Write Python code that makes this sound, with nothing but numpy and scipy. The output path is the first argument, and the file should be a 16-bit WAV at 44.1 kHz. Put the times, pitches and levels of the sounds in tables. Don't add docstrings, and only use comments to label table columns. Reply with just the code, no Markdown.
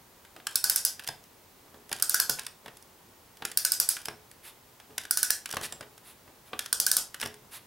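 import sys
import numpy as np
from scipy import signal
from scipy.fft import rfft, irfft, next_fast_len
from scipy.io import wavfile
from scipy.ndimage import uniform_filter1d

SR = 44100
rng = np.random.default_rng(int(sys.argv[2]) if len(sys.argv) > 2 else 0)


def file_out(sig):
    cols = np.atleast_2d(sig).T
    lim = np.clip(cols, -1, 1)
    pcm = np.round(lim * 32767).astype(np.int16)
    wavfile.write(sys.argv[1], SR, pcm)


N = 337806

# start in seconds, then relative dB of the snap, its lower part and the tin body.
PAWL_DROPS = [(0.5565, 5, 2, -13.5), (0.641, 4.5, 1.5, -6.5), (0.6977, 5.5, 3.5, -15),
              (0.7599, 5.5, -2.5, -13), (0.8502, 5.5, -6, -17), (2.024, 6, -3, -10),
              (2.095, 3.5, -7, -15.5), (2.1438, 5, -2, 0.5), (2.2, 5, 2, -3.5), (2.296, 3, 0.5, -8.5),
              (3.5732, 6.5, 2.5, -14), (3.6497, 4, 1.5, -6.5), (3.7196, 4.5, -3, -17), (3.8, 5.5, 0.5, -13),
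              (3.8894, 6, -10, -14.5), (5.1098, 5.5, -7.5, -6.5), (5.1727, 3, -1.5, -10),
              (5.2298, 4.5, 0.5, -4.5), (5.305, 4.5, 2, -6), (6.7278, 4, 0.5, -7.5), (6.8, 4.5, 1, -17),
              (6.8651, 5, 1.5, -4.5), (6.9148, 6, 2.5, -7.5), (6.9673, 6, 1, -12)]
# start in seconds, then relative dB of knock, key tick, board boom.
ENGINE_JOLTS = [(0.363, -22.5, -29, -36), (1.0872, -11, -11, -20), (1.66, -42, -50, -32),
                (1.7428, -30, -36, -27), (1.9149, -11.5, -13.5, -24), (2.294, -11, -24, -14.5),
                (2.6597, -19, -27, -25), (3.4217, -12, -25, -22), (4.0835, -11, -14.5, -19.5),
                (4.905, -35, -45, -21.5), (5.537, -11, -26, -14), (5.5679, -5.5, -10, -19),
                (5.6114, -18, -16, -22), (5.723, -18.5, -12.5, -24), (5.8083, -17, -19, -23),
                (6.2769, -31, -45, -33), (6.5317, -9, -45, -22), (7.232, -15, -17, -15),
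                (7.2588, -14.5, -12.5, -19)]
# frequency in Hz, level in dB.
KNOCK_SPECTRUM = [(40, -27), (130, -8), (280, -2), (450, -2), (750, 3.5), (1150, 1), (2000, -26),
                  (6000, -38)]


def ratchet():
    # frequency in Hz, level in dB.
    high_spectrum = [(400, -31.5), (4000, -18.5), (7000, -11.5), (8600, 3), (10000, 0), (13500, -2),
                     (15500, -0.5), (17000, -22)]
    low_spectrum = [(100, -40), (500, -24), (1200, -24), (2400, -18), (3300, -12.5), (4200, -2), (5100, 6),
                    (6800, -3.5), (9500, -34)]
    # frequency in Hz, level in dB, t60 in seconds.
    steel_modes = [(4470, -34, .025), (4990, -3, 0.025), (5730, -5, .03), (6700, -16, 0.015),
                   (8134, -3, 0.018), (9150, 3.5, 0.019), (10530, -4.5, 0.028), (12800, 4, 0.0054),
                   (14640, -8, 0.013)]
    tin_modes = [(1263, -9.5, 0.023), (1480, 2.5, 0.053), (1539, 3.5, 0.042), (1640, -1.5, 0.019),
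                 (1678, -5, 0.074), (1880, -24, 0.038)]
    high, low, knock = causal(high_spectrum), causal(low_spectrum), causal(KNOCK_SPECTRUM)
    chatter_s = 0.0007
    out = np.zeros(N)
    for s, snap_db, low_db, tin_db in PAWL_DROPS:
        add(out, s, amp(snap_db - 1) * burst(high, chatter_s, t60_s=0.019, rise_s=0.000097))
        add(out, s, amp(low_db - 1.5) * burst(low, chatter_s, t60_s=0.017, rise_s=0.00017))
        add(out, s, amp(snap_db - 6) * ring(steel_modes, spread_db=5, detune=0.0019, size=2048))
        add(out, s, amp(tin_db) * ring(tin_modes, spread_db=2, detune=0.011, size=2048))
        add(out, s, amp(-22 + 0.86 * tin_db) * burst(knock, hold_s=0.0015, t60_s=0.05))
    return out


def key(blows):
    # frequency in Hz, level in dB.
    tick_spectrum = [(1000, -20), (3200, 3), (4300, -1.5), (5000, 5.5), (7000, 0.5), (8500, 3.5),
                     (10000, 4.5), (12000, -0.5), (16000, -8)]
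    clack_spectrum = [(300, -19.5), (800, -10), (1100, -7.5), (1600, 2.5), (2200, -6.5), (3200, -3.5),
                      (4500, -12), (9000, -41.5)]
    # start in seconds,
    # frequency in Hz, energy in dB, t60 in seconds.
    clinks = [(.469, 1200, -13.5, 0.046), (0.55, 1160, -29, 0.05), (1.088, 4980, -9.5, .02),
              (4.085, 5400, -14, 0.018), (5.724, 7620, -16, 0.14)]
    tick, clack, knock = causal(tick_spectrum), causal(clack_spectrum), causal(KNOCK_SPECTRUM)
    out = np.zeros(N)
    for s, tick_db, clack_db, knock_db in blows:
        add(out, s, amp(tick_db + 0.55) * burst(tick, hold_s=0.0019, t60_s=0.016, rise_s=0.0006))
        add(out, s, amp(clack_db - 0.1) * burst(clack, hold_s=0.0006, t60_s=0.035, rise_s=0.00032))
        add(out, s, amp(knock_db - 1.4) * burst(knock, hold_s=0.0029, t60_s=0.027))
    for s, hz, db, t60_s in clinks:
        add(out, s, amp(db) * ring([(hz, 0, t60_s)], spread_db=0, detune=0, size=8192))
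    return out


def key_blows():
    # start in seconds, then relative dB of steel tick and tin clack.
    single_clicks = [(0.2492, -32, -28.5), (0.3997, -44, -26.5), (0.5297, -30, -40), (0.9943, -17.5, -15.5),
                     (1.0745, -7, -19), (1.2387, -31, -44), (1.8926, -22.5, -30), (1.998, -14, -22),
                     (2.1965, -19, -10.5), (2.3872, -24, -13), (2.3932, -8.5, -18), (2.4652, -9.5, -16.5),
                     (2.6802, -29, -19), (2.7696, -25, -35), (2.824, -27.5, -48), (3.3704, -28.5, -33),
                     (3.515, -15, -21), (3.9665, -14.5, -11.5), (4.0553, -8, -20), (4.313, -25, -32),
                     (4.7994, -30, -25), (5.0512, -23, -18.5), (5.3009, -23, -11.5), (5.4575, -10, -13),
                     (5.5254, -11, -15), (5.8271, -36, -22), (5.978, -27.5, -31), (6.6597, -12.5, -16.5),
                     (7.1435, -14, -14), (7.2132, -7, -14), (7.2275, -18, -4.5), (7.2718, -19, -25),
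                     (7.341, -24.5, -32)]
    # grip in seconds, release in seconds, loosening rattle in relative dB.
    half_turns = [(0.4685, 1.08, -26.5), (1.927, 2.465, -28), (3.4507, 4.067, -26.5), (4.9795, 5.564, -17),
                  (6.5913, 7.273, -16.5)]
    grip_tick_db, grip_clack_db, settle_db, rattle_s = -3.5, -8, -26, 0.085
    clicks = list(single_clicks)
    for grip_s, release_s, loosen_db in half_turns:
        clicks.append((grip_s, grip_tick_db, grip_clack_db))
        clicks.extend(rattle(grip_s, rattle_s, settle_db))
        clicks.extend(rattle(release_s - rattle_s, rattle_s, loosen_db))
    light = [(s, tick_db, clack_db, -17.5 + 0.74 * clack_db) for s, tick_db, clack_db in clicks]
    jolts = [(s, tick_db, knock_db - 0.5, knock_db) for s, knock_db, tick_db, _ in ENGINE_JOLTS]
    return light + jolts


def rattle(start_s, length_s, db, rate_hz=70, spread_db=3):
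    jitter, tick_scatter, clack_scatter = rng.standard_normal((12, 3)).T
    age_s = (np.arange(len(jitter)) + 0.5 + 0.3 * jitter) / rate_hz
    tick_db = db + spread_db * tick_scatter
    clack_db = db - 4.5 + spread_db * clack_scatter
    return np.transpose([start_s + age_s, tick_db, clack_db])[age_s < length_s]


def baseboard():
    # frequency in Hz, level in dB.
    rail_spectrum = [(60, -20), (200, -6), (330, 0), (520, 0), (800, -4), (1150, -7), (2000, -24)]
    # frequency in Hz, level in dB, t60 in seconds.
    board_modes = [(62, -7, 0.17), (90, -7.5, .22), (122.6, -5, 0.31), (134, -3, 0.39), (173, -5, 0.15),
                   (237.6, -2, 0.22), (307, -6.5, 0.11), (424, 1, 0.38), (497, -6.5, 0.16)]
    lag_s, rub_s = 0.014, 0.083
    rubs = [(s + lag_s, rub_s, -50 + 0.27 * knock_db) for s, knock_db, *_ in ENGINE_JOLTS]
    out = strokes(rubs) * noise(rail_spectrum)
    for s, *_, boom_db in ENGINE_JOLTS:
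        add(out, s, amp(boom_db) * ring(board_modes, spread_db=3, detune=0.0068, size=8192))
    return out


def fingers(grain_db=3):
    # middle in seconds, length in seconds, relative level in dB, share on the key (0-1).
    slides = [(.5, 0.026, -60, 0.7), (4.472, 0.092, -44, 0.14), (5.646, 0.058, -32.5, 0.74),
              (6.088, 0.11, -49, 0.06), (6.48, 0.061, -55.5, 0.2), (7.55, 0.084, -40.5, 0.25)]
    # frequency in Hz, level in dB.
    skin_spectrum = [(200, -25), (900, 1), (1800, 0), (3800, 1.5), (6500, -12), (10500, 5), (13000, -2),
                     (16000, -7)]
    scrape_spectrum = [(200, -22), (900, -4), (1700, -2.5), (4500, -4), (7000, -6), (10000, -4),
                       (16000, -18)]
    rubs = np.array(slides)
    slips = unit(uniform_filter1d(rng.standard_normal(N), size=60)) * np.sqrt(N)
    key_share = np.interp(np.arange(N) / SR, rubs[:, 0], rubs[:, 3])
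    brush = np.sqrt(1 - key_share) * noise(skin_spectrum)
    scrape = np.sqrt(key_share) * noise(scrape_spectrum) * amp(grain_db * slips)
    return amp(-2.5) * strokes(rubs[:, :3]) * (brush + scrape)


def radiated_snaps(pause_s=0.5):
    # frequency in Hz, level in dB.
    radiated_spectrum = [(200, -21), (700, -11.5), (1500, -10), (2300, -12), (3400, -7), (4200, -3.5),
                         (4950, 3.5), (7700, 4), (9000, 4.5), (10000, 3.5), (12000, 2.5), (15500, -2.5)]
    pulse = unit(causal(radiated_spectrum))
    gaps_s = np.diff([row[0] for row in PAWL_DROPS], prepend=-np.inf)
    out = np.zeros(N)
    for (s, snap_db, *_), gap_s in zip(PAWL_DROPS, gaps_s):
        send_db = -6.5 if gap_s > pause_s else -2.5
        add(out, s, amp(snap_db + send_db) * pulse)
    return out


def room(x, count=3, switch_hz=14):
    active = np.arange(N) * switch_hz // SR % count
    out = np.zeros(N)
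    for k in range(count):
        share = uniform_filter1d(1.0 * (active == k), size=200)
        out += signal.oaconvolve(x * np.sqrt(abs(share)), echoes())[:N]
    return out


def echoes(first_s=0.0073, build_s=0.023, size=13230):
    # frequency in Hz, t60 in seconds.
    decay_times = [(150, 0.45), (600, 0.31), (1500, 0.25), (3000, .27), (5000, .26), (9000, 0.23),
                   (15000, 0.2)]
    # frequency in Hz, gain in dB.
    echo_gains = [(150, 0.5), (700, 1), (1500, 2), (3000, 1), (6500, -2.5), (9000, -2.5), (12000, -1.5),
                  (15500, -7.5)]
    hz, t, bands = signal.stft(rng.standard_normal(size), SR, nperseg=256)
    decay = amp(-60 * t / read(decay_times, hz)[:, None])
    tail = signal.istft(bands * decay, SR, nperseg=256)[1][:size]
    age_s = np.arange(size) / SR - first_s
    onset = (age_s > 0) * (1 - 0.29 * np.exp(-abs(age_s) / build_s))
    return signal.oaconvolve(unit(tail * onset), causal(echo_gains))[:size]


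def air(rms_db):
    # frequency in Hz, relative density in dB.
    air_spectrum = [(13, -41), (22, -14), (59, -7.5), (90, -2.5), (184, -7.5), (223, -5.5), (328, -8.5),
                    (356, -5.5), (690, -10), (861, -8), (1710, -15.5), (1910, -15), (2390, -17),
                    (9220, -20.5), (16000, -18.5)]
    return amp(rms_db) * noise(air_spectrum)


def whistle(hz=15733, peak_db=-74):
    return amp(peak_db) * np.sin(2 * np.pi * hz * np.arange(N) / SR)


def burst(response, hold_s, t60_s, rise_s=0.00027, size=2048):
    t = np.arange(size) / SR
    envelope = (1 - np.exp(-t / rise_s)) * amp(-60 * np.maximum(t - hold_s, 0) / t60_s)
    chatter = np.sign(rng.standard_normal(size))
    return unit(signal.fftconvolve(chatter * envelope, response)[:size])


def ring(modes, spread_db, detune, size):
    hz, db, t60_s = np.transpose(modes)[:, :, None]
    t = np.arange(size) / SR
    share, shift, polarity = rng.standard_normal((3, len(modes), 1))
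    gains = np.sign(polarity) * amp(db + spread_db * share)
    tones = np.sin(2 * np.pi * hz * (1 + detune * shift) * t)
    return unit(np.sum(gains * amp(-60 * t / t60_s) * tones, axis=0))


def strokes(rows):
    out = np.zeros(N)
    for middle_s, length_s, db in rows:
        add(out, middle_s - length_s / 2, amp(db) * signal.windows.cosine(round(length_s * SR) + 1))
    return out


def noise(spectrum):
    return unit(shape(rng.standard_normal(N), spectrum)) * np.sqrt(N)


def shape(x, spectrum):
    size = next_fast_len(N, True)
    gain = amp(read(spectrum, np.fft.rfftfreq(size, 1 / SR)))
    return irfft(rfft(x, size) * gain, size)[:N]


def causal(spectrum, size=2048):
    hz = abs(np.fft.fftfreq(size, 1 / SR))
    log_gain = np.log(amp(read(spectrum, hz)))
    return np.fft.ifft(np.exp(np.conj(signal.hilbert(log_gain)))).real


def read(points, hz):
    points_hz, values = np.transpose(points)
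    return np.interp(np.log(hz + 1), np.log(points_hz), values)


def add(mix, start_s, sound):
    part = mix[max(round(start_s * SR), 0):][:len(sound)]
    part += sound[:len(part)]


def amp(db):
    return 10 ** (np.asarray(db) / 20)


def unit(x):
    return x / np.sqrt(np.sum(x ** 2) + 1e-20)


def scene():
    # frequency in Hz, gain into the side signal in dB.
    room_width = [(60, -28), (300, -13.5), (1500, -9.5), (2800, -11.5), (5000, -10), (9000, -11.5),
                  (10500, -22), (15000, -28)]
    shell_spread = [(500, -28), (1600, -27), (3500, -17), (6000, -16), (9000, -15.5), (14000, -15)]
    right_lean = [(1000, -53), (3000, -28), (6000, -24), (10000, -20), (14000, -16)]
    blows = key_blows()
    snaps = ratchet()
    handling = key(blows) + fingers() + baseboard()
    near = snaps + handling
    room_send = radiated_snaps() + amp(-7.5) * snaps + amp(-10) * handling
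    mid = near + room(room_send) + air(rms_db=-57) + whistle()
    side = shape(room(room_send) + air(rms_db=-51.5), room_width)
    side += shape(ratchet() + key(blows), shell_spread)
    side -= shape(near, right_lean)
    return np.array([mid + side, mid - side])


def record(dry, cutoff_hz=16100):
    lowpass = signal.firwin(255, cutoff_hz, window=("kaiser", 8), fs=SR)
    return signal.oaconvolve(dry, lowpass[None], "same", axes=1)


dry = scene()
out = record(dry)
file_out(out)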